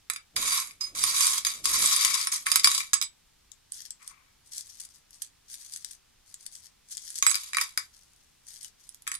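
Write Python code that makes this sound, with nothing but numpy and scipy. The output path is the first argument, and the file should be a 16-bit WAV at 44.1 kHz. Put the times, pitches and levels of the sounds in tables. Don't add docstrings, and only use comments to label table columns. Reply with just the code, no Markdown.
import sys
import numpy as np
from scipy import signal
from scipy.fft import rfft, irfft
from scipy.io import wavfile
from scipy.ndimage import uniform_filter1d

SR = 44100
rng = np.random.default_rng(int(sys.argv[2]) if len(sys.argv) > 2 else 0)


def store_wav(level_fs):
    pcm = np.round(np.clip(np.atleast_2d(level_fs), -1, 1) * 32767)
    wavfile.write(sys.argv[1], SR, pcm.T.astype(np.int16))


N = 405279
TIME_S = np.arange(N) / SR
STROKE_STEP_S = 0.002

def amp(db):
    return 10 ** (np.asarray(db) / 20)

def unit_rms(x):
    return x / np.sqrt(np.mean(x ** 2) + 1e-20)

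def at_hz(curve, hz):
    curve_hz, value = np.transpose(curve)
    return np.interp(np.log(hz + 1), np.log(curve_hz + 1), value)

def coloured(x, spectrum):
    size = x.shape[-1]
    return irfft(rfft(x) * amp(at_hz(spectrum, np.fft.rfftfreq(size, 1 / SR))), size)

def wander(samples):
    return unit_rms(uniform_filter1d(rng.standard_normal(N), samples))

def burst(spectrum, t60_s, size):
    t = np.arange(size) / SR
    noise = coloured(rng.standard_normal((2, size)), spectrum)
    shock = noise * amp(-60 * t / t60_s) * np.minimum(t / 0.00031, 1)
    return shock / np.linalg.norm(shock[0])

def placed(events, voice):
    track = np.zeros((2, N))
    for start_s, level_db, pan_db, *timbre in events:
        sound = voice(*timbre)
        sound = amp(level_db) * amp([[pan_db / 2], [-pan_db / 2]]) * sound / abs(sound).max()
        span = track[:, round(start_s * SR):][:, :sound.shape[1]]
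        span += sound[:, :span.shape[1]]
    return track

def strokes(start_s, crest_s, end_s, attack, swell, sag, release):
    t = np.arange(0, N / SR, STROKE_STEP_S)[:, None]
    rise_db = attack * np.maximum(start_s - t, 0) + swell * np.maximum(crest_s - t, 0)
    fall_db = sag * np.maximum(t - crest_s, 0) + release * np.maximum(t - end_s, 0)
    return amp(-rise_db - fall_db).T

def envelope(shapes, gains):
    total = np.sqrt(((shapes * gains[:, None]) ** 2).sum(0))
    return np.interp(TIME_S, np.arange(len(total)) * STROKE_STEP_S, total)

def rattle(gain, sounds, per_s, spread_db):
    strength = amp(spread_db * np.minimum(rng.exponential(1, N), 5))
    hits = gain * unit_rms(strength * (rng.random(N) < per_s / SR))
    spot = 0.33 * wander(round(0.035 * SR)) + 0.08 * rng.standard_normal(N)
    stone = np.floor((spot + 0.5) % 1 * len(sounds))
    return sum(signal.oaconvolve((hits * (stone == k))[None], sound, axes=1)[:, :N]
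               for k, sound in enumerate(sounds))

# freq_hz, level_db
ROOM_TONE = [(12, -12.5), (20, -4), (65, -10), (382, -20), (816, -20), (1560, -23.5), (3520, -21),
             (5520, -21.5), (8650, -24.5), (15200, -32), (16500, -49.5)]
# freq_hz, correlation
TONE_LIKENESS = [(30, 0.93), (100, .9), (290, -0.25), (640, -0.81), (1400, 1), (6000, -0.055)]
def room_tone():
    left, other = rfft(rng.standard_normal((2, N)))
    hz = np.fft.rfftfreq(N, 1 / SR)
    likeness = np.clip(at_hz(TONE_LIKENESS, hz), -1, 1)
    right = likeness * left + np.sqrt(1 - likeness ** 2) * other
    return amp(-64.5) * unit_rms(irfft(np.array([left, right]) * amp(at_hz(ROOM_TONE, hz)), N))

# pitch_hz, level_db, base_t60_s
PLATE_MODES = [(830, -20, .06), (1115, -5, .06), (1295, -6, .06), (1840, -10, .05), (2050, -8, .05),
               (2315, -3, .07), (3665, -7, .09), (3910, -4, .1), (4770, -3, .12), (5040, -3, .09),
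               (5520, -6, .09), (6030, -6, .06), (6320, -7, .1), (6520, -3.5, .06), (7120, -4, .07),
               (7460, -5, .07), (7760, -2.5, .18), (8960, -8, .07), (9430, -2.5, .12), (9530, -2.5, .12),
               (9990, -4, .07), (11420, -10, .06), (11820, -6, .07), (13750, -20, .05)]
# freq_hz, level_db
CRACK_SPECTRUM = [(290, -64), (500, -60), (1200, -5), (1650, -5.5), (2250, 4.5), (2850, -9), (3500, -4),
                  (7820, -14), (8930, -5.5), (9740, -7), (15100, -18), (16500, -59)]
def plate_ring(low_db, crack_db, hold, favoured_hz=0, favour_db=10, lift_from_hz=0, tuning=1, size=8000):
    hz, mode_db, t60_s = np.transpose(PLATE_MODES)[:, None, :, None]
    spot, load, side, phase = rng.standard_normal((4, 2, len(PLATE_MODES), 1))
    t = np.arange(size) / SR
    favour = np.exp(-((hz - np.array(favoured_hz)) / 150) ** 2).max(-1, keepdims=True)
    is_low = (hz > lift_from_hz) & (hz < 2800)
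    mode_db = mode_db + 4 * spot[:1] + 3 * side + low_db * is_low + favour_db * favour
    hz = hz * tuning * (1 + 0.004 * load[:1])
    drain = 0.31 + 0.45 * favour + amp(-60 * t / 0.01)
    fade = amp(-60 * t / (hold * t60_s)) * drain
    modes = amp(mode_db) * fade * np.sin(2 * np.pi * hz * t + 1.83 * phase)
    ring = modes.sum(1) * np.minimum(t / 0.00023, 1)
    crack = [(f, db + low_db * (lift_from_hz < f < 2500)) for f, db in CRACK_SPECTRUM]
    return ring / np.linalg.norm(ring[0]) + amp(crack_db) * burst(crack, t60_s=0.038, size=size)

# start_s, level_db, pan_db, low_lift_db, favoured_hz
LANDINGS = [(0.0996, -11, -7.5, 2.5, 4200), (0.1349, -22, -8, 2, 7000), (0.1609, -20, -4.5, 0, 4660),
            (0.364, -11, -6, 1, 4730), (0.709, -31, 0, 8, 5040), (1.038, -6.5, -4, -6, 4770),
            (1.4494, -7.5, -5.5, -0.5, 6350), (1.4677, -12.5, -18.5, -1.5, 6550),
            (1.6554, -4.5, 0.5, -17.5, 7450), (2.2712, -9, -4, 0, 5650), (2.3224, -16, 1.5, -4, 6500),
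            (2.4671, -7, -3, 8.5, 5300), (2.5167, -5, -13, -9, 8350), (2.5579, -2.5, -5.5, -6.5, 4017),
            (2.596, -11, -2.5, -8, 5040), (2.6442, 2, -4.5, -2, 4900), (2.657, -7, -2, -3, 5200),
            (2.6726, -2, -1, -11, 4930), (2.7157, -10, -0.5, -2.5, 3900), (2.748, -9.5, -5.5, -24, 4900),
            (2.779, -9.5, 3, -28, 4920), (2.805, -14.5, 1.5, 2.5, 2315), (2.9329, -3.5, -3, 1.5, 6520),
            (2.9396, -5.5, -7, -21, 7715), (3.014, -11, -11.5, -2.5, 5040), (3.0246, -12, 0, -11, 7770),
            (7.2248, -2, -3, 4.5, 6470), (7.2654, -0.5, -6, 5.5, 7760), (7.2963, -15, -6, -11.5, 7860),
            (7.3057, -12, -6.5, -5.5, 6600), (7.3134, -10.5, -3, -3, 7900), (7.3438, -19.5, 17.5, -6, 7500),
            (7.3546, -8, -9.5, -4, 8000), (7.533, -17, -4, 14, 7530), (7.5466, -13, 2, 15.5, 4840),
            (7.5694, -7.5, -6, 8, 6130), (7.584, -11, -2.5, 9, 2315), (7.6127, -9, -2.5, 3.5, 6030),
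            (7.7751, -8.5, 0, 5.5, 5120), (9.0683, -22.5, -2, 13, 7680), (9.0762, -14, 0.5, 2, 9370),
            (9.1166, -13.5, -2.5, 2, 6030), (9.141, -22, -5, -3, 9480), (9.151, -21.5, -2, -2, 9540), ]
def landing(low_db, favoured_hz):
    return plate_ring(low_db, crack_db=-8, hold=0.85, favoured_hz=favoured_hz, favour_db=8,
                      lift_from_hz=1150)

# freq_hz, level_db
TABLE_SPECTRUM = [(12, -23), (20, -2), (226, -7), (375, -10), (700, -12.5), (910, -27), (1540, -120)]
def table_thud(*_):
    return burst(TABLE_SPECTRUM, t60_s=0.12, size=4000)[:1]

# time_s, level_db
PUSH_LEVEL = [(0.301, -90), (0.377, -47.5), (0.79, -79), (0.988, -55), (1.467, -68.5), (1.85, -47.5),
              (1.878, -61), (2.113, -61.5), (2.281, -77.5), (2.68, -64.5), (2.899, -84)]
def table_rumble():
    time_s, level_db = np.transpose(PUSH_LEVEL)
    pushing = (TIME_S > time_s[0]) & (TIME_S < time_s[-1])
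    common, side = coloured(rng.standard_normal((2, N)), TABLE_SPECTRUM)
    rumble = unit_rms(np.array([common + 0.15 * side, common - 0.087 * side]))
    return amp(np.interp(TIME_S, time_s, level_db)) * pushing * rumble

# time_s, lift_db
BRIEF_SURGES = [(.37, 7), (.423, 1.5), (.439, -0.5), (0.478, 5), (0.523, 4), (1.085, 3.5), (1.131, -5),
                (1.215, 2), (1.245, 3), (1.383, 13.5), (1.741, 4), (1.826, 3), (1.866, 0), (1.93, 5.5),
                (2.053, 4), (2.148, 5), (4.024, 6.5), (4.112, 8.5)]
def slipping():
    surge_db = sum(db * np.exp(-((TIME_S - time_s) / 0.011) ** 2) for time_s, db in BRIEF_SURGES)
    return amp(surge_db + 1.2 * wander(samples=500))

# start_s, crest_s, end_s, rattle_db, knock_db, plate_share, pan_db
HEAP_SLIDES = [(0.361, 0.57, 0.58, -27.5, -36.5, 0.95, -4.5), (0.807, 0.85, 0.8, -38.5, -48, 0.94, -5.5),
               (0.951, 1.22, 1.338, -24, -36.5, 0.75, -4), (1.45, 1.48, 1.524, -32.5, -47, 1, -1),
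               (1.641, 1.863, 1.894, -24, -36.5, 0.71, -3), (1.91, 2.02, 2.243, -25, -37.5, 0.9, 1),
               (2.317, 2.332, 2.33, -27, -41.5, 0.25, -1.5), (2.459, 2.52, 2.57, -32, -40, 0.95, -2),
               (2.634, 2.73, 2.794, -30.5, -45, 0.97, -2), (3.996, 4.02, 4.28, -85.5, -63, 1, 8),
               (7.223, 7.292, 7.49, -38.5, -56, 0.92, -1), (7.599, 7.62, 7.61, -34, -41.5, 0.9, -2.5),
               (7.777, 7.786, 7.72, -32.5, -49, 0.92, -4)]
def sliding_heap(slip):
    start_s, crest_s, end_s, rattle_db, knock_db, plate_share, pan_db = np.transpose(HEAP_SLIDES)
    shapes = strokes(start_s, crest_s, end_s, attack=5500, swell=33.7, sag=40, release=170)
    ticks = [stone_tick(hz, t60_s=0.011) for hz in np.geomspace(3400, 11500, 16)]
    rings = [plate_ring(low_db=-11, crack_db=-9, hold=0.6, tuning=tuning, size=4000)
             for tuning in np.linspace(0.975, 1.005, 12)]
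    knocks = [plate_ring(low_db=26, crack_db=-9, hold=0.45, favoured_hz=[1150, 2200], favour_db=7,
                         tuning=tuning, size=3000) for tuning in np.linspace(0.95, 1, 8)]
    on_stones = envelope(shapes, amp(rattle_db) * np.sqrt(1 - plate_share ** 2))
    on_plate = envelope(shapes, amp(rattle_db) * plate_share)
    sound = (rattle(slip * on_stones, ticks, per_s=1900, spread_db=3)
             + rattle(slip * on_plate, rings, per_s=1200, spread_db=2.5)
             + rattle(slip * envelope(shapes, amp(knock_db)), knocks, per_s=1500, spread_db=2))
    return sound, (shapes, np.maximum(rattle_db, knock_db), pan_db)

# start_s, level_db, pan_db
ROCKING_TOUCHES = [(0.809, -20.5, -9.5), (0.838, -26, -8), (0.868, -30, -7)]
def rocking_stone():
    ring = plate_ring(low_db=0, crack_db=-18, hold=1.1, favoured_hz=[5040, 6320], favour_db=14)
    t = np.arange(ring.shape[1]) / SR
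    return ring * np.minimum(t / 0.0034, 1)

# freq_hz, level_db
STONE_SPECTRUM = [(710, -70.5), (1200, -31), (1800, -7.5), (2550, -17), (3200, -2.5), (3800, -4), (4800, 2),
                  (7010, 5), (9750, 4.5), (15100, -14.5), (16500, -45.5)]
# start_s, level_db, pan_db, pitch_hz
STONE_TICKS = [(1.268, -7, -2.5, 8900), (1.859, -6.5, -6, 7800), (1.9626, -11.5, -5.5, 9300),
               (2.0484, -4, 5, 1970), (2.1078, -21, 0, 6750), (2.1417, -11.5, 5, 5670),
               (2.2131, -13.5, -2, 4450), (3.517, -38, 16, 7200), (3.7199, -21, -5, 9240),
               (3.906, -20.5, 2, 8230), (4.0764, -22.5, 0, 8760), (4.523, -30, -2, 8600),
               (4.8041, -26, 5, 9270), (4.889, -38, 0, 8600), (5.107, -39, 3, 11400),
               (5.2195, -19.5, -6, 11400), (5.2227, -23.5, -13.5, 9000), (5.7361, -23.5, 2, 4980),
               (5.761, -24, 6, 9500), (5.8461, -18, 9, 7700), (5.9107, -30, 9, 8360),
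               (6.342, -24.5, 3, 7300), (6.4637, -24.5, 5.5, 9530), (6.5539, -32, 11, 8560),
               (6.9703, -19, 6, 7500), (6.978, -22.5, 1, 3360), (7.103, -23.5, -2, 9400),
               (7.2006, -34, 1, 6420), (8.6297, -30.5, -5, 8550), (8.646, -26.5, 9.5, 2960),
               (8.8909, -26, -8, 9600), (8.9448, -33.5, -7, 12400), (9.021, -34, -2, 11000),]
def stone_tick(pitch_hz, focus_db=12, t60_s=0.014, size=1500):
    t = np.arange(size) / SR
    ring = amp(-60 * t / 0.06) * np.sin(2 * np.pi * pitch_hz * t)
    spectrum = [(f, at_hz(STONE_SPECTRUM, f) + focus_db * np.exp(-(np.log(f / pitch_hz) / 0.09) ** 2))
                for f in np.geomspace(700, 16500, 40)]
    left, other = 0.13 * ring / np.linalg.norm(ring) + burst(spectrum, t60_s, size)
    lag = np.zeros(27)
    return np.array([np.r_[left, lag], np.r_[lag, 0.6 * left + 0.7 * other]])

# start_s, end_s, level_db
THUMB_RUBS = [(3.747, 3.816, -42.5), (3.848, 3.868, -47), (4.023, 4.11, -56), (4.464, 4.527, -58),
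              (4.535, 4.577, -42), (4.572, 4.608, -39.5), (4.658, 4.78, -51.5), (4.801, 4.848, -46),
              (4.906, 4.99, -58.5), (5.135, 5.163, -51.5), (5.208, 5.265, -54.5), (5.51, 5.547, -41),
              (5.591, 5.69, -46), (5.727, 5.773, -42.5), (5.806, 5.89, -52), (5.906, 5.942, -49),
              (6.277, 6.358, -57.5), (6.412, 6.457, -53.5), (6.532, 6.589, -49), (6.638, 6.664, -51.5),
              (6.879, 6.91, -59), (6.919, 6.934, -37), (6.99, 7.03, -53), (7.044, 7.133, -42),
              (7.156, 7.187, -39.5), (7.94, 8.423, -60), (8.479, 8.578, -47), (8.616, 8.667, -46),
              (8.805, 8.958, -58.5)]
def thumb_rub(slip, pan_db=4.5):
    start_s, end_s, level_db = np.transpose(THUMB_RUBS)
    shapes = strokes(start_s, start_s, end_s, attack=610, swell=0, sag=35, release=620)
    ticks = [stone_tick(hz, focus_db=7, t60_s=0.011) for hz in np.geomspace(4400, 11500, 12)]
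    sound = rattle(slip * envelope(shapes, amp(level_db)), ticks, per_s=4000, spread_db=5.5)
    return sound, (shapes, level_db, np.full(len(level_db), pan_db))

def moving_stones():
    slip = slipping()
    slide, slide_strokes = sliding_heap(slip)
    rub, rub_strokes = thumb_rub(slip)
    shapes, level_db, pan_db = map(np.concatenate, zip(slide_strokes, rub_strokes))
    sides = np.array([envelope(shapes, amp(level_db + side * pan_db / 2)) for side in (1, -1)])
    return (slide + rub) * sides / envelope(shapes, amp(level_db))

# freq_hz, t60_s
ROOM_DECAY = [(800, 0.17), (3000, 0.18), (8000, 0.13), (15000, 0.054)]
def room_reflections(x):
    taps = np.zeros((2, SR // 2))
    slots = np.arange(200, SR // 2 - 20, 20)
    arrivals = slots + rng.integers(0, 20, (2, len(slots)))
    np.put_along_axis(taps, arrivals, rng.choice([-1., 1.], arrivals.shape), 1)
    hz, t, bands = signal.stft(taps, SR, nperseg=256)
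    tail = signal.istft(bands * amp(-60 * t / at_hz(ROOM_DECAY, hz)[:, None]), SR, nperseg=256)[1]
    return signal.fftconvolve(x, tail / np.linalg.norm(tail[0]), axes=1)[:, :N]

# freq_hz, pan_db
MIC_BALANCE = [(600, -1), (1400, 6), (3000, 7), (6000, 4), (9000, -4.5), (13000, 1)]
def scene():
    stones = placed(LANDINGS, landing) + placed(STONE_TICKS, stone_tick)
    stones += placed(ROCKING_TOUCHES, rocking_stone) + moving_stones()
    low_cut = signal.butter(8, 990, "high", fs=SR, output="sos")
    direct = signal.sosfilt(low_cut, stones) + amp(-49) * placed(LANDINGS, table_thud)
    left, right = direct + amp(-10) * room_reflections(direct)
    left = coloured(left, [(hz, db / 2) for hz, db in MIC_BALANCE])
    right = coloured(right, [(hz, -db / 2) for hz, db in MIC_BALANCE])
    return np.array([left, right]) + table_rumble() + room_tone()

def record(dry):
    low_pass = signal.firwin(511, 16600, window=("kaiser", 9), fs=SR)
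    return signal.oaconvolve(np.clip(dry, -1, 1), low_pass[None], "same")

dry = scene()
out = record(dry)
store_wav(out)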